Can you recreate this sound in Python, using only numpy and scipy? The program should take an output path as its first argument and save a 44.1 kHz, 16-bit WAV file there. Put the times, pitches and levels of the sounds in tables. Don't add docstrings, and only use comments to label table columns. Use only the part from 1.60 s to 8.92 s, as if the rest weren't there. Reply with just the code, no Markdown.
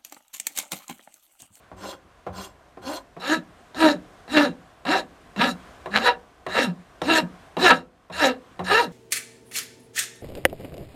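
import sys
import numpy as np
from scipy import signal
from scipy.io import wavfile
from scipy.ndimage import uniform_filter1d

SR = 44100
rng = np.random.default_rng(int(sys.argv[2]) if len(sys.argv) > 2 else 0)


def unload_wav(signal):
    wavfile.write(
        sys.argv[1],
        SR,
        np.round(np.clip(np.atleast_2d(signal).T, -1, 1) * 32767).astype(np.int16),
    )


def gain_from_db(level_db):
    decades = np.asarray(level_db, float) / 20
    return 10 ** decades


N = 322812
CLOSE_S = 1.52


def filing():
    return handle_and_steel(pushes() + landings() + catches())


# start in s, bite in s, cutting there in dB, lift in s, cutting there in dB.
PUSH_WEIGHT = [(0.158, 0.235, -37, 0.33, -41.5), (.72, 0.79, -38.5, 0.86, -43),
               (1.21, 1.289, -34, 1.384, -40), (1.59, 1.64, -32, 1.734, -21.5),
               (2.145, 2.222, -21, 2.29, -21), (2.68, 2.775, -15.5, 2.862, -29),
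               (3.255, 3.322, -18.5, 3.399, -30.5), (3.759, 3.812, -14.5, 3.89, -28.5),
               (4.3, 4.37, -8.5, 4.363, -25), (4.399, 4.471, -14.5, 4.488, -15),
               (4.875, 4.987, -18, 5.066, -32.5), (5.424, 5.498, -18.5, 5.58, -19),
               (5.975, 6.048, -14.5, 6.12, -12.5), (6.11, 6.129, -22, 6.16, -37),
               (6.512, 6.65, -14.5, 6.705, -30), (7.032, 7.112, -18.5, 7.2, -19)]
# up to speed in s, tooth rows per s, braking from s, tooth rows per s, braking in rows per s2.
HAND_SPEED = [(.2, 194, .31, 195, 530), (.76, 197, .845, 200, 660), (1.28, 272, 1.38, 340, 1640),
              (1.69, 294, 1.754, 320, 4900), (2.195, 335, 2.32, 286, 2830), (2.74, 312, 2.85, 281, 2440),
              (3.335, 392, 3.42, 301, 3800), (3.8, 218, 3.86, 294, 1800), (4.36, 213, 4.385, 225, 920),
              (4.44, 513, 4.51, 464, 5400), (4.98, 225, 5.0, 295, 1290), (5.5, 335, 5.6, 307, 3870),
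              (6.03, 381, 6.095, 324, 3730), (6.17, 248, 6, 270, 2240), (6.585, 335, 6.65, 272, 556),
              (7.11, 390, 7.2, 487, 4000)]
# first skid in dB re the bite, strongest throb in s, throb in dB,
# overtones in dB, fading in dB per s.
SEATING = [(-13.5, 0.222, -45, -3, 170), (-8, 0.774, -44.5, -2, 200), (-14, 1.284, -30.5, -4, 170),
           (-16, 1.728, -13.5, -7, 332), (-19.5, 2.24, -9, -3, 195), (-28, 2.768, -12.5, -2.5, 170),
           (-12, 3.301, -19.5, -6.5, 136), (-33, 3.795, -22, -13, 69), (-39.5, 4.36, -20, -7, 400),
           (-18.5, 4.46, -34.5, 1, 60), (-21.5, 4.98, -27, -15, 14), (-25, 5.492, -17, -11.5, 40),
           (-24, 6.04, -13.5, -28, 162), (-5, 6.14, -41.5, 0.5, 80), (-28, 6.636, -19, 6, 240),
           (-25, 7.135, -20, -8, 72)]
# steady from s, level in dB, stops at s, level in dB, dying in dB per s.
GRIT_HISS = [(.23, -48.5, 0.31, -42.5, 430), (.78, -46.5, 0.851, -43, 430), (1.28, -43, 1.369, -40.5, 600),
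             (1.7, -37, 1.741, -32.5, 552), (2.23, -32.5, 2.317, -37, 600), (2.74, -38, 2.845, -37, 382),
             (3.31, -36, 3.4, -39.5, 900), (3.83, -37, 3.915, -38.5, 1100), (4.36, -42, 4.4, -42, 300),
             (4.46, -34.5, 4.48, -33, 700), (4.97, -38.5, 5.04, -32, 498), (5.54, -32.5, 5.586, -26, 1000),
             (6.04, -31, 6.095, -27, 3000), (6.125, -46, 6.17, -46, 450), (6.6, -35, 6.664, -29.5, 448),
             (7.14, -31.5, 7.245, -38.5, 900)]
LEAVING_DB_PER_S = [330, 330, 400, 400, 350, 410, 608, 800, 300, 480, 400, 500, 900, 250, 410, 300.9]


def pushes():
    forces = np.zeros((4, N))
    for rows in zip(PUSH_WEIGHT, HAND_SPEED, SEATING, GRIT_HISS, LEAVING_DB_PER_S):
        start_s = rows[0][0]
        add(forces, start_s, stroke(*motion(*rows)))
    return forces


def motion(push, hand, seating, grit, leaving):
    start, bite, bite_db, lift, lift_db = push
    full, fast, brake, last, braking = hand
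    skid_db, shake, throb_db, octave_db, fading = seating
    steady, steady_db, stop, stop_db, dying = grit
    first_rate, lowest_rate = 190, 170
    lift_db_per_s2, lift_s = 1499.5, 0.12
    throb_rise_db_per_s, throb_lift = 420.5, 0.37
    overtones_rise_db_per_s, overtones_late_s = 200.5, 0.036
    vice_hz, vice_width_hz, vice_db = 184, 19, 8
    t = np.arange(start, max(lift, stop - .03) + lift_s, 1 / SR)

    def since(s):
        return np.maximum(t - s, 0)

    def rising(s, bend):
        return 1 - np.clip((t - start) / (s - start), 0, 1) ** bend

    rate = np.interp(t, [start, full, brake], [first_rate, fast, last])
    rate = np.maximum(rate - braking * since(brake), lowest_rate)

    lifted_db = leaving * since(lift) + lift_db_per_s2 * since(lift) ** 2
    cut_db = np.interp(t, [bite, lift], [bite_db, lift_db]) - lifted_db
    cut_db = cut_db + skid_db * rising(bite, 1.29)

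    throb_db = throb_db - throb_rise_db_per_s * np.maximum(shake - t, 0)
    throb_db = throb_db - fading * since(shake) - throb_lift * lifted_db
    throb_db = throb_db + (t > shake) * vice_db / (1 + ((rate - vice_hz) / vice_width_hz) ** 2)
    octave_db = octave_db - overtones_rise_db_per_s * np.maximum(shake + overtones_late_s - t, 0)

    hiss_db = np.interp(t, [steady, stop], [steady_db, stop_db]) - dying * since(stop)
    hiss_db = hiss_db - 20 * rising(steady, 0.73)
    dust_db = -7.5 - 109 * since(stop)
    return t, rate, throb_db, octave_db, cut_db, hiss_db, dust_db


def stroke(t, rate, throb_db, octave_db, cut_db, hiss_db, dust_db):
    torn_share, jitter = (.5, .025) if t[0] > CLOSE_S else (.8, .05)
    turns = np.cumsum(rate * (1 + jitter * drift(len(t), 150))) / SR
    uneven = evened(gain_from_db(1.5 * rng.standard_normal(200)))
    size = uneven[turns.astype(int) % 200]
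    bites = np.diff(np.floor(turns), prepend=0) * size * np.sqrt(SR / rate)

    gate = size * (0.88 + np.exp(-(turns % 1) / 0.3))
    fibres = evened(gate * rng.standard_normal(len(t)) * gain_from_db(3.5 * drift(len(t), 12)))
    cutting = gain_from_db(cut_db) * (np.sqrt(1 - torn_share) * bites + np.sqrt(torn_share) * fibres)

    hiss = (gate + 4.1) * rng.standard_normal(len(t)) * gain_from_db(1.2 * drift(len(t), 40))
    grit = gain_from_db(hiss_db) * evened(hiss)
    dust = gain_from_db(dust_db) * grit

    overtones = np.cos(4 * np.pi * turns) + gain_from_db(-10) * np.cos(6 * np.pi * turns)
    sway = gain_from_db(2.26 * drift(len(t), 200))
    throb = gain_from_db(throb_db) * sway * (np.cos(2 * np.pi * turns) + gain_from_db(octave_db) * overtones)
    return signal.windows.tukey(len(t), .1) * np.array([small(throb), cutting, grit, dust])


# start in s, peak in dB, brightness in dB, thump into the bench in dB.
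LANDINGS = [(0.116, -28.5, -41, -41.5), (0.666, -20, -40, -37), (1.172, -28, -49, -43.5),
            (1.566, -26.5, -28, -63), (2.146, -29.5, -3.5, -43), (2.679, -30, -7, -54),
            (3.252, -21, -5, -47), (3.762, -25.5, -6, -44), (4.259, -20.5, -13.5, -46),
            (4.865, -17.5, -9, -44), (5.417, -14, -8.5, -35.5), (5.968, -13.5, -10.5, -38),
            (6.499, -27.5, -19.5, -43), (6.993, -16, -15.5, -36.5)]


def landings():
    forces = np.zeros((4, N))
    for s, *blow in LANDINGS:
        knock, rattle = landing(*blow)
        add(forces, s, np.array([knock, rattle, gain_from_db(-9.5) * rattle, gain_from_db(-22.5) * rattle]))
    return forces


# frequency in Hz, level in dB, t60 in s.
KNOCK_MODES = [(186, -10.5, 0.8), (375, -5, 0.17), (500, 7, 0.017), (710, 12.5, 0.019), (860, 11.5, 0.0078),
               (1035, 1.5, 0.022), (1290, -9, 0.028)]


def landing(db, bright_db, thump_db):
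    t = np.arange(12000) / SR
    noise = rng.standard_normal(len(t))
    blow = noise * gain_from_db(-60 * t / .13) + 6 * (t == 0)
    knock = small(signal.oaconvolve(blow, ringing(KNOCK_MODES, 0.38))[:len(t)])
    knock = gain_from_db(db - 2.0) * knock / abs(knock).max()
    thump = signal.sosfilt(signal.butter(3, [55, 110], "band", fs=SR, output="sos"), noise)
    thump = gain_from_db(thump_db + 23.0 - 60 * t / 0.68) * (1 - np.exp(-t / 0.041)) * thump
    rattle = gain_from_db(db + bright_db - 3.5 - 60 * t / 0.037) * noise
    return knock + thump, rattle


# time in s, peak in dB.
CATCHES = [(2.2053, -14.0), (2.2455, -9.6), (2.2544, -15.8), (2.2893, -11.0), (2.7666, -5.1),
           (2.7729, -1.6), (2.7831, -3.3), (3.2908, -10.1), (3.3152, -11.3), (3.7961, -16.6),
           (3.8134, -7.9), (3.8177, -3.6), (4.3515, -13.0), (4.3601, -5.7), (4.3649, -0.6), (4.3727, -3.5),
           (4.3764, -2.9), (4.386, -7.0), (4.4802, -5.0), (4.9853, -9.9), (5.603, -13.4), (6.046, -6.4),
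           (6.1056, 0.0), (6.1093, -0.8), (6.1136, -0.5), (7.1344, -10.4)]


def catches():
    forces = np.zeros((4, N))
    throb, cutting, grit, dust = forces
    u = np.arange(-22, 23) / SR
    snap = np.cos(2 * np.pi * 2100 * u + .8) * np.exp(-(u / .00019) ** 2)
    for s, db in CATCHES:
        add(throb, s + u[0], gain_from_db(db + .3) * snap)
        add(throb, s, gain_from_db(2 * db - 17) * np.ones(1))
        add(cutting, s, gain_from_db(db - 4.0) * np.ones(2))
        add(grit, s, gain_from_db(db - 11.5) * np.ones(1))
        add(dust, s, gain_from_db(db - 20.5) * np.ones(1))
    return forces


# frequency in Hz, width in Hz, level in dB.
LIGHT_MODES = [(539, 35, 10), (1022, 43, 12.5), (1450, 50, 5), (2790, 25, -6), (3315, 52, -4.5),
               (4180, 28, -12.5), (4560, 29, -34), (5300, 99, -26), (6350, 47, -26), (6880, 110, -45),
               (7430, 130, -22.5), (8320, 71, -29.5)]
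# frequency in Hz, level in dB per Hz.
LIGHT_BROAD = [(180, -21), (300, 11), (482, -6), (541, 2), (726, 4.5), (1420, -3), (1880, -9.5),
               (3270, -14), (7540, -35.5), (15000, -37.5)]
# frequency in Hz, width in Hz, level in dB.
HEAVY_MODES = [(552, 94, 3), (759.3, 7.7, 8.5), (955, 20, 6.5), (1293, 93, 7), (1710, 151, 8),
               (2433, 13, -16), (2748, 48, 3), (3913, 258, -2), (5360, 26, -23), (5420, 34, -18.5),
               (6040, 49, -56), (6430, 25, -50), (6910, 290, -21.5), (7680, 110, -24.5), (8730, 130, -24),
               (9660, 70, -45), (10750, 100, -32), (11500, 67, -38.5), (12470, 120, -31.5)]
# frequency in Hz, level in dB per Hz.
HEAVY_BROAD = [(180, -25.5), (300, 0.5), (682, -6.5), (777, -20.5), (1120, -24.5), (1310, -7.5),
               (2800, -10), (3460, -14), (3890, -9), (4970, -22), (12700, -47), (15200, -64.5)]
# frequency in Hz, level in dB, t60 in s.
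BENCH_MODES = [(162, -2, .25), (184, 0, .25), (262, 1, .36), (303, -8, .2), (505, -5, .3), (940, -9, .2)]


def handle_and_steel(forces):
    throb, cutting, grit, dust = forces
    close = np.arange(N) / SR > CLOSE_S
    rasp, fizz = np.zeros((2, N))
    for on, modes, broad in ((~close, LIGHT_MODES, LIGHT_BROAD), (close, HEAVY_MODES, HEAVY_BROAD)):
        rasp += signal.oaconvolve(on * cutting, body(modes, broad, 0.88, 332, 5200))[:N]
        fizz += signal.oaconvolve(on * grit, body(modes, broad, -3.0, 5280, 10430))[:N]
        fizz += signal.oaconvolve(on * dust, body(modes, broad, -2.2, 8400, 15900))[:N]
    out = throb + wandering(rasp, 2.1, 12, 4) + wandering(fizz, 2.9, 14, 4)
    return out + gain_from_db(-57.5) * signal.oaconvolve(close * out, ringing(BENCH_MODES, .5))[:N]


def body(modes, broad, broad_db, lo_hz, hi_hz):
    hz = abs(np.fft.fftfreq(8192, 1 / SR)) + 1
    power = gain_from_db(read(broad, hz) + broad_db) ** 2
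    for f, width, db in modes:
        width = max(width, 35 + f / 70)
        power = power + gain_from_db(db) ** 2 / (1 + (2 * (hz - f) / width) ** 2) ** 1.303
    power = power / (1 + (lo_hz / hz) ** 8) / (1 + (hz / hi_hz) ** 9)
    log_gain = .5 * np.log(power + 1e-12)
    minimum_phase = signal.hilbert(log_gain).imag
    response = np.fft.ifft(np.exp(log_gain - 1j * minimum_phase)).real[:4096]
    return response / np.linalg.norm(response)


def wandering(x, patchy_db, bins, frames):
    z = signal.stft(x, nperseg=1024, noverlap=768)[2]
    z = z * gain_from_db(patchy_db * patches(bins, frames)[:, :z.shape[1]])
    return signal.istft(z, nperseg=1024, noverlap=768)[1][:N]


# frequency in Hz, t60 in s.
WALL_DECAY = [(150, 0.38), (1000, 0.2), (4000, 0.095), (12000, 0.15)]


def walls(x):
    taps = np.zeros(SR // 2)
    at = np.arange(200, len(taps) - 20, 20)
    at = at + rng.integers(0, 20, len(at))
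    taps[at] = rng.choice([-1., 1.], len(at))
    hz, t, z = signal.stft(taps, SR, nperseg=256)
    decay = gain_from_db(-60 * t / read(WALL_DECAY, hz)[:, None])
    tail = signal.istft(z * decay, SR, nperseg=256)[1]
    return signal.oaconvolve(x, tail / np.linalg.norm(tail))[:N]


# time in s, level in dB.
HUM_LEVEL = [(0.051, -54.5), (.3, -56.5), (.6, -55), (1.08, -55.3), (1.5, -55), (2.0, -52), (2.582, -50.5),
             (3.149, -53), (3.62, -51.5), (4.1, -47.5), (4.75, -54.5), (5.3, -52.5), (5.85, -49.5),
             (6.3, -60.5), (6.45, -58), (6.9, -52)]
# frequency in Hz, level in dB per Hz.
HUM_COLOUR = [(12, -26.5), (20, -4), (53, 3.5), (103, -9), (124, -7), (445, -9), (555, -9), (713, -4),
              (865, -14.5), (1050, -7), (1420, -16), (1930, -20.5), (15000, -43)]
# frequency in Hz, level in dB per Hz.
DRAG_COLOUR = [(880, -24), (1500, 5.5), (1670, 2.5), (2290, -4.5), (3480, -6.5), (3830, -9.5), (4870, -13),
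               (8570, -15), (14800, -32.5)]


def shop():
    hum_db = np.interp(np.arange(N) / SR, *np.transpose(HUM_LEVEL))
    drag_db = -65 + 1.28 * (hum_db + 55)
    hum = gain_from_db(hum_db) * shaped_noise(HUM_COLOUR, 0.97)
    drag = gain_from_db(drag_db + 0.4 * drift(N, 300)) * shaped_noise(DRAG_COLOUR, 1.0)
    return hum + drag


def shaped_noise(colour, patchy_db):
    hz = np.fft.rfftfreq(1024, 1 / SR)
    a, b = rng.standard_normal((N // 256 + 5, 513, 2)).T
    z = (a + 1j * b) * gain_from_db(read(colour, hz)[:, None] + patchy_db * patches(8, 8))
    return evened(signal.istft(z, nperseg=1024, noverlap=768)[1][:N])


def patches(bins, frames):
    chance = rng.standard_normal((N // 256 + 5, 513)).T
    for _ in range(2):
        chance = uniform_filter1d(chance, size=bins, axis=0)
        chance = uniform_filter1d(chance, size=frames, axis=1)
    return evened(chance)


def ringing(modes, seconds):
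    t = np.arange(round(seconds * SR)) / SR
    return sum(gain_from_db(db - 60 * t / t60) * np.sin(2 * np.pi * hz * t) for hz, db, t60 in modes)


def small(x):
    return signal.sosfilt(signal.butter(4, 150, "high", fs=SR, output="sos"), x)


def drift(count, span):
    chance = uniform_filter1d(rng.standard_normal(count), span)
    return evened(uniform_filter1d(chance, span))


def evened(x):
    return x / np.sqrt(np.mean(x ** 2) + 1e-20)


def read(points, hz):
    f, value = np.transpose(points)
    return np.interp(np.log(hz + 1), np.log(f + 1), value)


def add(mix, s, sound):
    part = mix[..., round(s * SR):][..., :sound.shape[-1]]
    part += sound[..., :part.shape[-1]]


def scene():
    near = filing()
    return (near + gain_from_db(-11.5) * walls(near) + shop())[None]


def low_pass(x):
    return signal.sosfilt(signal.butter(12, 15330, fs=SR, output="sos"), x)


def record(dry):
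    heard = signal.sosfilt(signal.butter(3, 40, "high", fs=SR, output="sos"), dry)
    heard = signal.oaconvolve(heard, signal.firwin(255, 15100, fs=SR)[None], "same")
    return low_pass(np.clip(heard, -.98, .98))


dry = scene()
out = record(dry)
unload_wav(out)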